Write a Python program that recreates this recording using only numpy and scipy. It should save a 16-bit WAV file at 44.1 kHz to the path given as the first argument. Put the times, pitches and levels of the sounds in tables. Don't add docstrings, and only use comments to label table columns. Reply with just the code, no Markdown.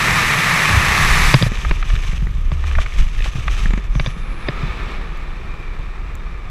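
import sys
import numpy as np
from scipy import signal
from scipy.fft import rfft, irfft, next_fast_len
from scipy.io import wavfile
from scipy.ndimage import map_coordinates

SR = 44100
rng = np.random.default_rng(int(sys.argv[2]) if len(sys.argv) > 2 else 0)


def to_wav(s):
    ch = np.atleast_2d(s).T
    pcm = np.round(np.clip(ch, -1, 1) * 32767)
    wavfile.write(sys.argv[1], SR, pcm.astype(np.int16))


N = 286650
FREEFALL_END_S = 1.485

# time_s, roar_db, hiss_db
FREEFALL_AIR = [(0, -16.5, -29), (.8, -16, -29), (1.2, -16.5, -27), (1.32, -19, -27.5), (1.36, -26.5, -33),
                (1.49, -31.5, -39)]
# time_s, level_db
BRAKED_AIR = [(1.5, -38), (2.35, -46), (2.76, -40), (3.15, -45), (3.58, -39), (4.0, -43), (4.62, -32.5),
              (4.92, -33.5), (5.07, -37.5), (6.5, -41)]


def amp(db):
    return 10 ** (np.asarray(db) / 20)


def unit(x):
    return x / np.sqrt(np.mean(x ** 2) + 1e-20)


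def along(points, hz):
    frequencies, levels = np.transpose(points)
    return np.interp(np.log(hz + 1), np.log(frequencies + 1), levels)


def curves(rows):
    times, *columns = np.transpose(rows)
    return [np.interp(np.arange(N) / SR, times, column) for column in columns]


def gate(start, end, fade):
    t = np.arange(N) / SR
    return np.clip(np.minimum(t - start, end - t) / fade + .5, 0, 1)


def wobble(rate):
    return map_coordinates(rng.standard_normal(int(N * rate / SR) + 4), [np.arange(N) * rate / SR])


def filtered(x, gain_db):
    size = 2 * next_fast_len(len(x) // 2 + SR // 20)
    cepstrum = irfft(np.log(amp(gain_db(np.fft.rfftfreq(size, 1 / SR))) + 1e-6))
    cepstrum[1:size // 2] *= 2
    cepstrum[size // 2 + 1:] = 0
    return irfft(rfft(x, size) * np.exp(rfft(cepstrum)))[:len(x)]


def housing(hz):
    # centre_hz, width_hz, lift_db
    cavities = [(1213, 250, 6), (1782, 276, 5), (2370, 510, 5), (3596, 150, 3.5), (3920, 330, 2),
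                (5480, 120, 5), (6170, 570, 3), (7700, 650, 3.5), (10040, 740, 5.5), (12360, 740, 3)]
    return sum(db * 2 ** -(2 * (hz - centre) / width) ** 2 for centre, width, db in cavities)


def rush(spectrum, flicker_db):
    air = rng.standard_normal(N) * amp(flicker_db)
    return unit(filtered(air, lambda hz: along(spectrum, hz) + housing(hz)))


def airflow():
    # frequency_hz, level_db
    roar_spectrum = [(60, -10), (150, 6.5), (260, -9.5), (600, -10.5), (950, -3.5), (1450, -4.5),
                     (2000, -0.5), (3100, -10.5), (6000, -34)]
    hiss_spectrum = [(300, -8), (4000, 1.5), (6500, -3.5), (8700, -9), (12000, -12), (15000, -28)]
    # frequency_hz, level_db
    slow_spectrum = [(60, -20), (100, 0), (155, 10.5), (260, -0.5), (380, 2.5), (600, -4.5), (1000, -2.5),
                     (2400, -8.5), (3100, -17), (4500, -22.5), (8700, -33.5), (14500, -50.5)]
    edge_spectrum = [(1200, -17), (2400, 2), (4000, -5), (9000, -33)]
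    roar_db, hiss_db = curves(FREEFALL_AIR)
    slow_db = curves(BRAKED_AIR)[0]
    falling = gate(-1, FREEFALL_END_S, fade=.03)
    flicker_db = .5 * wobble(33.4) + wobble(450)
    roar = amp(roar_db + 0.64) * rush(roar_spectrum, flicker_db)
    hiss = amp(hiss_db + 4.5) * rush(hiss_spectrum, flicker_db)
    slow = amp(slow_db + 1.5) * rush(slow_spectrum, flicker_db)
    edge = amp(1.62 * slow_db + 14.5) * rush(edge_spectrum, flicker_db)
    return falling * (roar + hiss) + (1 - falling) * (slow + edge)


def swells(rows):
    t = np.arange(N) / SR
    return sum(amp(2 * db) * 2 ** -np.minimum((2 * (t - middle_s) / length_s) ** 2, 60)
               for middle_s, length_s, db in rows)


def buffet():
    # time_s, level_db
    turbulence = [(0.0, -31), (0.4, -38), (1.14, -24.5), (2.28, -20.5), (3.73, -26.5), (4.6, -27.5),
                  (5.6, -28), (6.5, -26.5)]
    # middle_s, length_s, level_db
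    gusts = [(1.1, 0.079, -11), (1.25, 0.064, -14), (1.71, 0.089, -10.5), (1.94, 0.055, -12.5),
             (2.26, 0.029, -14), (2.51, 0.31, -21), (2.79, 0.028, -9), (3.01, 0.072, -9),
             (3.19, 0.095, -16.5), (3.5, 0.15, -14), (3.7, 0.087, -12), (4.0, 0.14, -15),
             (4.66, 0.44, -21.5)]
    # frequency_hz, level_db
    large_spectrum = [(8, -19.5), (25, 2), (48, -4.5), (70, -26), (400, -88)]
    small_spectrum = [(35, -14), (65, 2.5), (100, -5), (150, -9), (250, -25.5), (1500, -61)]
    steady_db = curves(turbulence)[0]
    roar_db = curves(FREEFALL_AIR)[0]
    gust_power = swells(gusts)
    upright_db = 11.5 * gate(0.67, 7, fade=.06)
    stream = amp(roar_db - 16.5 + upright_db) * gate(-1, FREEFALL_END_S, fade=0.01)
    wake = amp(steady_db - 9 + 1.8 * wobble(9))
    large_gain = np.sqrt(amp(steady_db + 2.5) ** 2 + gust_power)
    small_gain = np.sqrt(wake ** 2 + amp(-13.5) ** 2 * gust_power + stream ** 2)
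    swirl = signal.hilbert(rush(large_spectrum, 0))
    heave = unit(swirl.real / (np.abs(swirl) + 0.33) ** 0.25)
    drumming = rush(small_spectrum, 2.26 * wobble(30) + 4.8 * heave)
    return large_gain * heave + small_gain * drumming


def canopy():
    # middle_s, length_s, level_db
    flutters = [(1.63, 0.16, -46), (1.93, 0.11, -49.5), (2.07, 0.13, -48), (2.68, 0.034, -52),
                (2.82, 0.033, -46), (2.98, 0.11, -47.5), (3.18, 0.15, -50.5), (3.258, 0.046, -44.5),
                (3.39, 0.091, -47.5), (3.585, 0.13, -43), (3.76, 0.083, -56.5), (3.85, 0.021, -55),
                (4.06, 0.16, -53.5)]
    # frequency_hz, level_db
    rustle_spectrum = [(400, -13), (1100, 0), (1500, -2.5), (2100, -1.5), (2950, 3), (4300, -7.5),
                       (5500, -7.5), (6250, -6.5), (7000, -11.5), (8700, -17.5), (12500, -26), (15000, -35)]
    crackle_spectrum = [(500, 2), (1100, -7), (1800, 4), (3000, 4), (4500, -11), (9000, -30)]
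    slack = gate(1.1, 2.9, fade=0.06)
    steady = amp(-13 + 1.034 * curves(BRAKED_AIR)[0]) * slack
    motion = np.sqrt(steady ** 2 + swells(flutters))
    rustle = amp(12.5) * motion * rush(rustle_spectrum, 2.46 * wobble(55) + 2.0 * wobble(600))
    crackle = amp(-17.0) * np.sqrt(motion) * rush(crackle_spectrum, 8.1 * wobble(300))
    return rustle + crackle


def ring(modes, low_db, upper_db):
    t = np.arange(SR // 16) / SR
    body = np.zeros(len(t))
    for hz, db, t60 in modes:
        strength_db = db + low_db * (hz < 800) + upper_db * (hz > 3000) + rng.normal(0, 1.0)
        body += amp(strength_db - 60 * t / t60) * np.sin(2 * np.pi * hz * rng.normal(1, .02) * t)
    contact = .06 * rng.standard_normal(len(t)) * np.exp(-t / .003)
    contact[0] += 1
    struck = signal.fftconvolve(body, contact)[:len(t)] * (1 - np.exp(-t / .001))
    cutoff_hz = 0.91 * modes[-1][0]
    struck = filtered(struck, lambda hz: -10 * np.log10(1 + (hz / cutoff_hz) ** 20))
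    return struck / np.abs(struck).max()


def thump(pitch_hz, t60, attack_s):
    t = np.arange(SR // 8) / SR
    rock = np.sin(2 * np.pi * pitch_hz * t) * amp(-60 * t / t60) * (1 - np.exp(-t / attack_s))
    return rock / np.abs(rock).max()


def knocks():
    # start_s, ring_db, thump_db, low_lift_db, upper_lift_db
    strikes = [(1.335, -8, -10, -11, -5), (1.3409, 4.5, 0, -3.5, -0.5), (1.424, -3, -3.5, 3.5, 16.5),
               (1.7105, -7, -17, -1, -3), (2.517, -19, -14.5, 3, 1), (3.952, -17.5, -10.5, -4, 1.5),
               (3.997, -7.5, -15, -3.5, -0.5), (4.061, -12.5, -26, 0, 6), (4.07, -17, -14, 2, 7),
               (4.485, -7, -14, 5, 2), (4.628, -25, -12, 6, 12)]
    # pitch_hz, level_db, t60_s
    shell_modes = [(382, -4.5, 0.014), (593, -5, 0.012), (1136, -1.5, 0.0094), (1886, 2.5, 0.005),
                   (2340, 3, 0.0056), (3610, -3.5, 0.0056), (4850, -3, 0.0066)]
    track = np.zeros(N)
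    for start_s, ring_db, thump_db, low_db, upper_db in strikes:
        add(track, start_s, amp(ring_db) * ring(shell_modes, low_db, upper_db))
        add(track, start_s + 0.005, amp(thump_db) * thump(pitch_hz=131, t60=0.052, attack_s=0.0024))
    return track


def add(track, start_s, sound):
    start = max(round(start_s * SR), 0)
    track[start:start + len(sound)] += sound[:max(N - start, 0)]


def crack(tone_db, rise_s, tail_db, tail_t60):
    t = np.arange(SR // 8) / SR
    envelope = t / rise_s * np.exp(1 - t / rise_s) + amp(tail_db - 60 * t / tail_t60)
    burst = filtered(envelope * rng.standard_normal(len(t)), lambda hz: tone_db(hz) + housing(hz))
    return burst / np.abs(burst).max()


def tugs():
    # start_s, level_db, pitch_hz
    jerks = [(1.361, -14, 119), (1.4125, -8, 148), (1.463, -10.5, 111), (2.129, -20, 145),
             (2.221, -20, 138), (2.99, -23, 129), (3.056, -27, 128), (3.353, -16.5, 125), (3.383, -13, 109),
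             (4.165, -21.5, 166)]
    track = np.zeros(N)
    dull = lambda hz: -20 * np.log10(1 + (hz / 380) ** 2)
    for start_s, db, pitch_hz in jerks:
        add(track, start_s, amp(db - 0.5) * thump(pitch_hz, t60=0.058, attack_s=0.0067))
        add(track, start_s, amp(db - 7) * crack(dull, rise_s=0.0023, tail_db=-15, tail_t60=.04))
    return track


def whistles():
    # pitch_hz, level_db
    edge_tones = [(1235, -13), (2290, -14), (3520, -20)]
    width_hz = 150
    t = np.arange(N) / SR
    drift = 1 + .025 * wobble(7)
    track = np.zeros(N)
    for hz, db in edge_tones:
        phase = 2 * np.pi * np.cumsum(hz * drift) / SR
        tone = wobble(width_hz) * np.sin(phase) + wobble(width_hz) * np.cos(phase)
        track += amp(db + 3.1 * wobble(7.6)) * unit(tone)
    return track * amp(curves(BRAKED_AIR)[0]) * (t > FREEFALL_END_S)


def clacks():
    # start_s, level_db
    collisions = [(1.518, -16.5), (2.269, -20.5), (3.657, -14), (3.707, -16.5), (3.735, -12), (3.776, -14)]
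    # pitch_hz, level_db, t60_s
    hardware_modes = [(193, 3, 0.025), (342, -8, 0.023), (1130, -4, 0.0052), (1940, 3.5, 0.0076),
                      (3650, -6, 0.0024), (7000, -5, 0.0067)]
    track = np.zeros(N)
    webbing = lambda hz: -20 * np.log10(1 + (hz / 2400) ** 4)
    for start_s, db in collisions:
        add(track, start_s, amp(db + 4.0) * ring(hardware_modes, low_db=0, upper_db=0))
        add(track, start_s, amp(db - 6) * crack(webbing, rise_s=0.0015, tail_db=-9, tail_t60=0.044))
    return track


def flaps():
    # start_s, level_db, centre_hz
    snaps = [(1.571, -21, 1660), (1.648, -14.5, 1470), (1.8261, -15.5, 1720), (1.9, -19, 1880),
             (1.953, -20, 2400), (2.639, -20, 1550), (2.712, -19, 1790), (2.752, -14.5, 1823),
             (2.784, -11.5, 1110), (2.816, -22, 1750), (2.861, -17.5, 1780), (3.2422, -19, 2930),
             (3.258, -23.5, 675), (3.479, -11, 1630)]
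    track = np.zeros(N)
    for start_s, db, centre_hz in snaps:
        band = lambda hz: (-19 * np.log10(1 + (hz / centre_hz / 1.21) ** 4)
                           - 8 * np.log10(1 + (1.03 * centre_hz / (hz + 1)) ** 4))
        snap = crack(band, rise_s=0.002, tail_db=-24, tail_t60=0.03)
        add(track, start_s - .0005, amp(db + 1.7) * snap)
    return track


def shudder():
    start_s, end_s, growth_db_per_s = 2.13, 2.81, 18.5
    t = np.arange(N) / SR
    pitch_hz = 63.8 * (1 + .12 * wobble(35))
    level_db = -18 - growth_db_per_s * np.abs(end_s - t) + 3.0 * wobble(22)
    shake = unit(np.sin(2 * np.pi * np.cumsum(pitch_hz) / SR))
    return amp(level_db) * gate(start_s, end_s, fade=.05) * shake


def slider():
    # start_s, end_s, centre_hz, width_hz, level_db
    hiss_bands = [(3.94, 4.09, 5950, 800, -49), (3.94, 4.49, 9950, 750, -62)]
    track = np.zeros(N)
    for start_s, end_s, centre_hz, width_hz, db in hiss_bands:
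        band = lambda hz: -20 * np.log10(1 + (2 * (hz - centre_hz) / width_hz) ** 2)
        envelope = amp(db + 1.2 * wobble(29.2)) * gate(start_s, end_s, fade=0.045)
        track += envelope * unit(filtered(rng.standard_normal(N), band))
    return track


def ticks():
    # start_s, level_db
    impacts = [(5.1733, -42), (6.153, -34)]
    # frequency_hz, level_db
    tick_spectrum = [(3000, -30), (7100, 4), (9500, -12), (14000, -4)]
    track = np.zeros(N)
    for start_s, db in impacts:
        tick = crack(lambda hz: along(tick_spectrum, hz), rise_s=0.00054, tail_db=-20, tail_t60=.03)
        add(track, start_s, amp(db + 3.0) * tick)
    return track


def scene():
    wind = airflow() + whistles() + buffet()
    parachute = canopy() + shudder() + flaps() + slider()
    return (wind + parachute + knocks() + clacks() + tugs() + ticks())[None]


def record(dry):
    ceiling, top_hz = .95, 15400
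    clipped = dry / (1 + np.abs(dry / ceiling) ** 8) ** (1 / 8)
    size = next_fast_len(N + SR // 2)
    passband = np.fft.rfftfreq(size, 1 / SR) < top_hz
    return irfft(rfft(clipped, size) * passband, size)[:, :N]


dry = scene()
out = record(dry)
to_wav(out)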